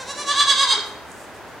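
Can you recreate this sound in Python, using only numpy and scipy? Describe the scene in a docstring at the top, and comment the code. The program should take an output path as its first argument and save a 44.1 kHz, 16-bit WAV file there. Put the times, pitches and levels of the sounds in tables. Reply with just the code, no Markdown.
"""A goat kid bleats once in a brick stall bedded with straw. Its vocal folds buzz in throbs, about
ten a second, each rising and falling in pitch and loudness. The first throbs are soft and nasal;
then the mouth opens and the voice turns loud and hoarse, ending in a rasp as the mouth shuts.
Straw rustles under the hooves, and the stall rings briefly over a steady murmur of outdoor air."""
import sys
import numpy as np
from scipy import signal
from scipy.fft import rfft, irfft
from scipy.io import wavfile

SR = 44100
rng = np.random.default_rng(int(sys.argv[2]) if len(sys.argv) > 2 else 0)


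def master(y):
    """Save y as 16-bit WAV."""
    cut = np.clip(np.atleast_2d(y).T, -1, 1)
    pcm = np.round(cut * 32767)  # scale
    wavfile.write(sys.argv[1], SR, pcm.astype(np.int16))


N = 70560
TIME = np.arange(N) / SR

# The murmur of the air. Each row: frequency in Hz, relative level in dB.
AIR_SPECTRUM = [(20, -24), (35, -22), (65, -5), (100, -5), (140, -7), (267, -5), (500, -3.5), (850, -3),
                (1150, -7), (1650, -7), (2300, -13.5), (4380, -22), (7500, -27), (11000, -28.5),
                (15500, -29.5)]
# Each row: frequency in Hz, how alike left and right are (1 the same, -1 opposite).
AIR_ALIKE = [(40, 0.53), (120, 0.38), (300, 0.82), (1000, 0.93), (2500, 0.66), (6000, 0.11), (12000, -0.49)]
STALL_ALIKE = [(300, 1), (1200, 0.89), (3000, 0.51), (6000, 0.5), (12000, 0.24)]
# The stall's ring. Each row: frequency in Hz, seconds it takes to fade by 60 dB.
RING_TIMES = [(300, 0.88), (1200, 0.79), (3500, 0.53), (6500, 0.58), (12000, .3)]
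# The goat's direction. Each row: frequency in Hz, left level minus right level in dB.
BALANCE = [(1200, 0.7), (3000, -5.5), (5000, -2), (10000, -3.5)]
# Hooves in straw. Each row: peak time and fade in seconds, level in dB, centre and width in Hz.
HOOF_RUSTLES = [(0.213, 0.045, -42, 367, 82), (.87, .02, -52.5, 9200, 5070),
                (1.117, 0.0026, -42.5, 7720, 3000), (1.12, 0.085, -55.5, 7710, 5050),
                (1.197, 0.054, -53, 7740, 4970), (1.354, 0.021, -55, 7500, 4870),
                (1.488, 0.0057, -54, 7000, 4070)]
# The closing croak. Each row: time in seconds, pitch in Hz, lowest resonance in Hz, level in dB.
CROAK_PATH = [(.63, 507.8, 1020, -46.5), (.672, 486.2, 978, -32.5), (.712, 472.3, 951.4, -33.5),
              (.738, 419.8, 880, -28), (.755, 413, 470, -35), (.785, 423.6, 436.6, -35.5),
              (.81, 415, 490, -39), (.86, 408, 459.9, -39), (.895, 398.2, 421.3, -65)]
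# The croak outside that resonance. Each row: frequency in Hz, relative level in dB.
CROAK_SPECTRUM = [(420, -12.5), (840, -14), (1280, -5.5), (1700, -15), (2150, -7), (2550, -25)]
# Upper resonances of the closing rasp. Each row: centre in Hz, width in Hz, relative level in dB.
RASP_RESONANCES = [(1328, 400, -3), (2250, 160, -8.5), (3185, 133, 2), (3780, 360, -1), (5180, 1000, -8.5)]
# The bleat's throbs. Each row: peak time in seconds, top pitch in Hz, level in dB, swell and fade
# in seconds, fraction the pitch dips by, treble boost in dB (partly applied), roughness from 0 to 1.
BLEAT_THROBS = [(.012, 530.9, -33, 0.028, 0.03, .12, -9, 0.16),
                (0.113, 567.7, -31.5, 0.038, 0.015, 0.18, 3.5, 0),
                (.206, 586.7, -30, 0.045, 0.033, 0.062, -2.5, 0.18),
                (.274, 563.6, -37, .012, 0.015, 0.031, 9, 0.17),
                (0.308, 578.9, -18.5, 0.026, 0.023, .13, -4, 0.37),
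                (.403, 575.3, -15, 0.04, 0.026, .085, 1, 0.49),
                (0.501, 563.2, -12.5, 0.023, 0.025, .075, 5.5, 0.26),
                (0.615, 554, -15.5, 0.041, 0.028, .085, 1.5, 0.36),
                (.709, 541, -18, 0.028, 0.024, 0.094, 3.5, 0.38)]
# The mouth. Each row: time in seconds, opening from 0 (shut) to 1 (wide).
MOUTH_OPENING = [(.27, 0.1), (.305, 0.67), (.38, 0.81), (.74, 0.86)]
# Tone of throat and nose, and what the open mouth adds. Each row: frequency in Hz, relative dB.
NASAL_SPECTRUM = [(250, 12), (550, -3), (1120, -1), (1680, -3), (2220, -6.5), (2800, -3.5), (3300, -9),
                  (3900, -0.5), (4450, -5.5), (5000, -7.5), (5650, -1.5), (6600, -7), (7300, -3),
                  (8300, -10), (9300, -5.5), (10600, -12.5), (15000, -26)]
OPEN_SPECTRUM = [(250, -46), (560, -22), (850, -45), (1120, 9), (1380, -14.5), (1690, -3), (2240, -9.5),
                 (2500, -21.5), (2800, -12.5), (3340, 10), (3900, -1), (4400, -6), (4850, 4.5), (5400, -27),
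                 (6150, -6), (7200, -16.5), (8200, -4.5), (9300, -20.5), (10600, -27), (15000, -33)]
# How breath noise differs from the open mouth's tone. Each row: frequency in Hz, relative dB.
BREATH_TILT = [(1100, 9), (2500, 11.5), (4000, 7), (9000, 8)]
# The second harmonic, in the lowest throat resonance. Each row: time in seconds, level in dB.
SECOND_HARMONIC = [(0, -38), (.02, -36), (.06, -57), (.098, -31), (.118, -33.5), (.14, -71), (.192, -32.5),
                   (.218, -33), (.24, -43), (.295, -16.5), (.317, -21), (.345, -32), (.382, -16.5),
                   (.42, -15.5), (.452, -36), (.484, -16.5), (.522, -17.5), (.558, -41), (.585, -25),
                   (.635, -16), (.665, -39), (.70, -26), (.725, -20.5), (.755, -43), (.79, -67.5)]
# Where a throb's treble boost acts. Each row: frequency in Hz, share of the boost.
TREBLE_SHARE = [(1700, 0.14), (3200, 0.86)]


def from_db(db):
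    """Turn decibels into a gain to multiply by."""
    return 10 ** (np.asarray(db) / 20)


def rms_one(x):
    """Scale a sound to an average power of 1."""
    return x / np.sqrt(np.mean(x ** 2) + 1e-20)


def in_time(rows):
    """Join a table's rows into curves over time, holding the first and last values."""
    times, *columns = np.transpose(rows)
    return [np.interp(TIME, times, column) for column in columns]


def at_hz(points, hz):
    """Read between a table's rows, with octaves evenly spaced."""
    f, value = np.transpose(points)
    return np.interp(np.log(np.maximum(hz, 1)), np.log(f), value)


def colour(x, gain):
    """Filter a sound: turn each frequency f up or down by gain(f)."""
    return irfft(rfft(x, 2 * N) * gain(np.arange(N + 1) * SR / (2 * N)))[..., :N]


def drift(rate_hz):
    """A random wobble of typical size 1, mostly slower than the given rate."""
    return rms_one(colour(rng.standard_normal(N), lambda f: 1 / (1 + (f / rate_hz) ** 2)))


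def resonant_noise(hz, width_hz):
    """Noise in one resonance: a band around the given frequency."""
    phase = 2 * np.pi * hz * TIME
    return rms_one(drift(width_hz / 2) * np.cos(phase) + drift(width_hz / 2) * np.sin(phase))


def bell(peak_s, swell_s, fade_s):
    """A smooth hump that swells to 1 and fades."""
    return np.exp(-.5 * ((TIME - peak_s) / np.where(TIME < peak_s, swell_s, fade_s)) ** 2)


def stereo_noise(likeness):
    """Left and right hiss, as alike at each frequency as the table says."""
    shared = colour(rng.standard_normal(N), lambda f: np.sqrt(1 + at_hz(likeness, f)))
    opposed = colour(rng.standard_normal(N), lambda f: np.sqrt(1 - at_hz(likeness, f)))
    return np.array([shared + opposed, shared - opposed])


def outdoor_air():
    """Distant air murmurs steadily."""
    murmur = colour(stereo_noise(AIR_ALIKE), lambda f: from_db(at_hz(AIR_SPECTRUM, f)))
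    return from_db(-39.5) * rms_one(murmur)


def stall_echo(sound, first_echo_s=.005, early_fade_s=.1):
    """The near wall throws back quick echoes; the ring that follows dies sooner in the treble."""
    arrived = TIME > first_echo_s
    noise = stereo_noise(STALL_ALIKE) * arrived
    centres, ring_times = np.transpose(RING_TIMES)
    ring = 0
    for shares, ring_s in zip(np.eye(len(centres)), ring_times):
        band = colour(noise, lambda f: at_hz(list(zip(centres, shares)), f))
        ring = ring + band * from_db(-60 * TIME / ring_s)
    early = stereo_noise(STALL_ALIKE) * arrived * from_db(-60 * TIME / early_fade_s)
    echoes = (from_db(-4.5) * rms_one(ring) + from_db(-8) * rms_one(early)) / np.sqrt(N)
    return signal.fftconvolve(sound[None], echoes, axes=1)[:, :N]


def straw():
    """Hooves make one dull scuff and a few faint rustles."""
    return sum(from_db(db) * bell(peak_s, fade_s / 2, fade_s) * resonant_noise(hz, width_hz)
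               for peak_s, fade_s, db, hz, width_hz in HOOF_RUSTLES)


def closing_rasp(jitter=.03, half_width_hz=48):
    """A faint croak grows and sinks as the folds slacken; air rasps in the upper resonances."""
    pitch, resonance_hz, croak_db = in_time(CROAK_PATH)
    phase = 2 * np.pi * np.cumsum(pitch * (1 + jitter * drift(116))) / SR
    croak = 0
    for k in range(1, 7):
        resonance = 1 / (1 + ((k * pitch - resonance_hz) / half_width_hz) ** 2)
        level = from_db(at_hz(CROAK_SPECTRUM, k * pitch)) + resonance
        croak = croak + level * np.cos(k * phase + rng.uniform(0, 2 * np.pi))
    rasp = rms_one(sum(from_db(db) * resonant_noise(hz, width) for hz, width, db in RASP_RESONANCES))
    burst = bell(peak_s=.743, swell_s=.018, fade_s=.071) ** 2
    return from_db(croak_db) * croak + from_db(-28.5) * burst * rasp


def throbbing(pitch_lag_s=.0018, climb_s=.05, drop_s=.03, end_s=.765, release_s=.023):
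    """The voice's pitch, gain, treble and roughness as each throb blends into the next."""
    total_weight, blend, power = 0, 0, 0
    for peak_s, top_hz, db, swell_s, fade_s, dip, treble_db, rough in BLEAT_THROBS:
        t = TIME - peak_s - pitch_lag_s  # pitch peaks just after loudness
        pitch = top_hz * (1 - dip * np.tanh((t / np.where(t < 0, climb_s, drop_s)) ** 2))
        hoarse = rough * (1 + .7 * np.tanh(t / .013))  # rougher after the peak
        weight = bell(peak_s, .022, .015) ** 2 + 1e-20
        blend = blend + weight * np.array([pitch, np.full(N, treble_db), hoarse])
        total_weight = total_weight + weight
        gap_fill = from_db(-24) * bell(peak_s, .05, .05)  # a little voice between throbs
        power = power + (from_db(db) * (bell(peak_s, swell_s, fade_s) ** 2 + gap_fill)) ** 2
    pitch, treble_db, rough = blend / total_weight
    release = np.clip((end_s - TIME) / release_s + 1, 0, 1)
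    return pitch, np.sqrt(power) * release, treble_db, rough


def bleat(jitter=.029, shimmer=.8):
    """Unsteady vocal folds buzz and let out a puff of air each cycle; nose and mouth shape both."""
    pitch, gain, treble_db, rough = throbbing()
    opening, = in_time(MOUTH_OPENING)
    phase = 2 * np.pi * np.cumsum(pitch * (1 + jitter * rough * drift(190))) / SR
    buzz, power = 0, 0
    for k in range(1, 28):  # harmonics: whole multiples of the pitch
        hz = k * pitch
        throat_db = (2 - opening) * at_hz(NASAL_SPECTRUM, hz) + opening * at_hz(OPEN_SPECTRUM, hz)
        level = from_db(throat_db + treble_db * at_hz(TREBLE_SHARE, hz))
        harmonic = np.cos(k * phase + rng.uniform(0, 2 * np.pi))
        flutter = 1 + shimmer * rough * drift(69)
        if k != 2:  # the second harmonic follows its own table
            buzz = buzz + level * harmonic * flutter
        power = power + level ** 2 / 2
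    puffs = rng.standard_normal(N) * (1 + np.cos(phase))
    breath = rms_one(colour(puffs, lambda f: from_db(at_hz(OPEN_SPECTRUM, f) + at_hz(BREATH_TILT, f))))
    breath_gain = 2 * rough * from_db(-9 + treble_db / 2)
    second_harmonic = from_db(in_time(SECOND_HARMONIC)[0]) * np.cos(2 * phase)
    return second_harmonic, gain * (buzz / np.sqrt(power) + breath_gain * breath)


def scene():
    """The goat stands slightly to the right in its stall, with outdoor air behind."""
    second_harmonic, voice = bleat()
    rest = voice + closing_rasp() + straw()
    left_right = np.array([[.5], [-.5]])
    direct = colour(second_harmonic + rest, lambda f: from_db(at_hz(BALANCE, f) * left_right))
    return direct + stall_echo(rest + from_db(-6) * second_harmonic) + outdoor_air()


def record(dry):
    """Cut the highest treble steeply, above 15800 Hz."""
    return signal.sosfiltfilt(signal.ellip(10, .1, 70, 15800, fs=SR, output="sos"), dry)


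dry = scene()
out = record(dry)
master(out)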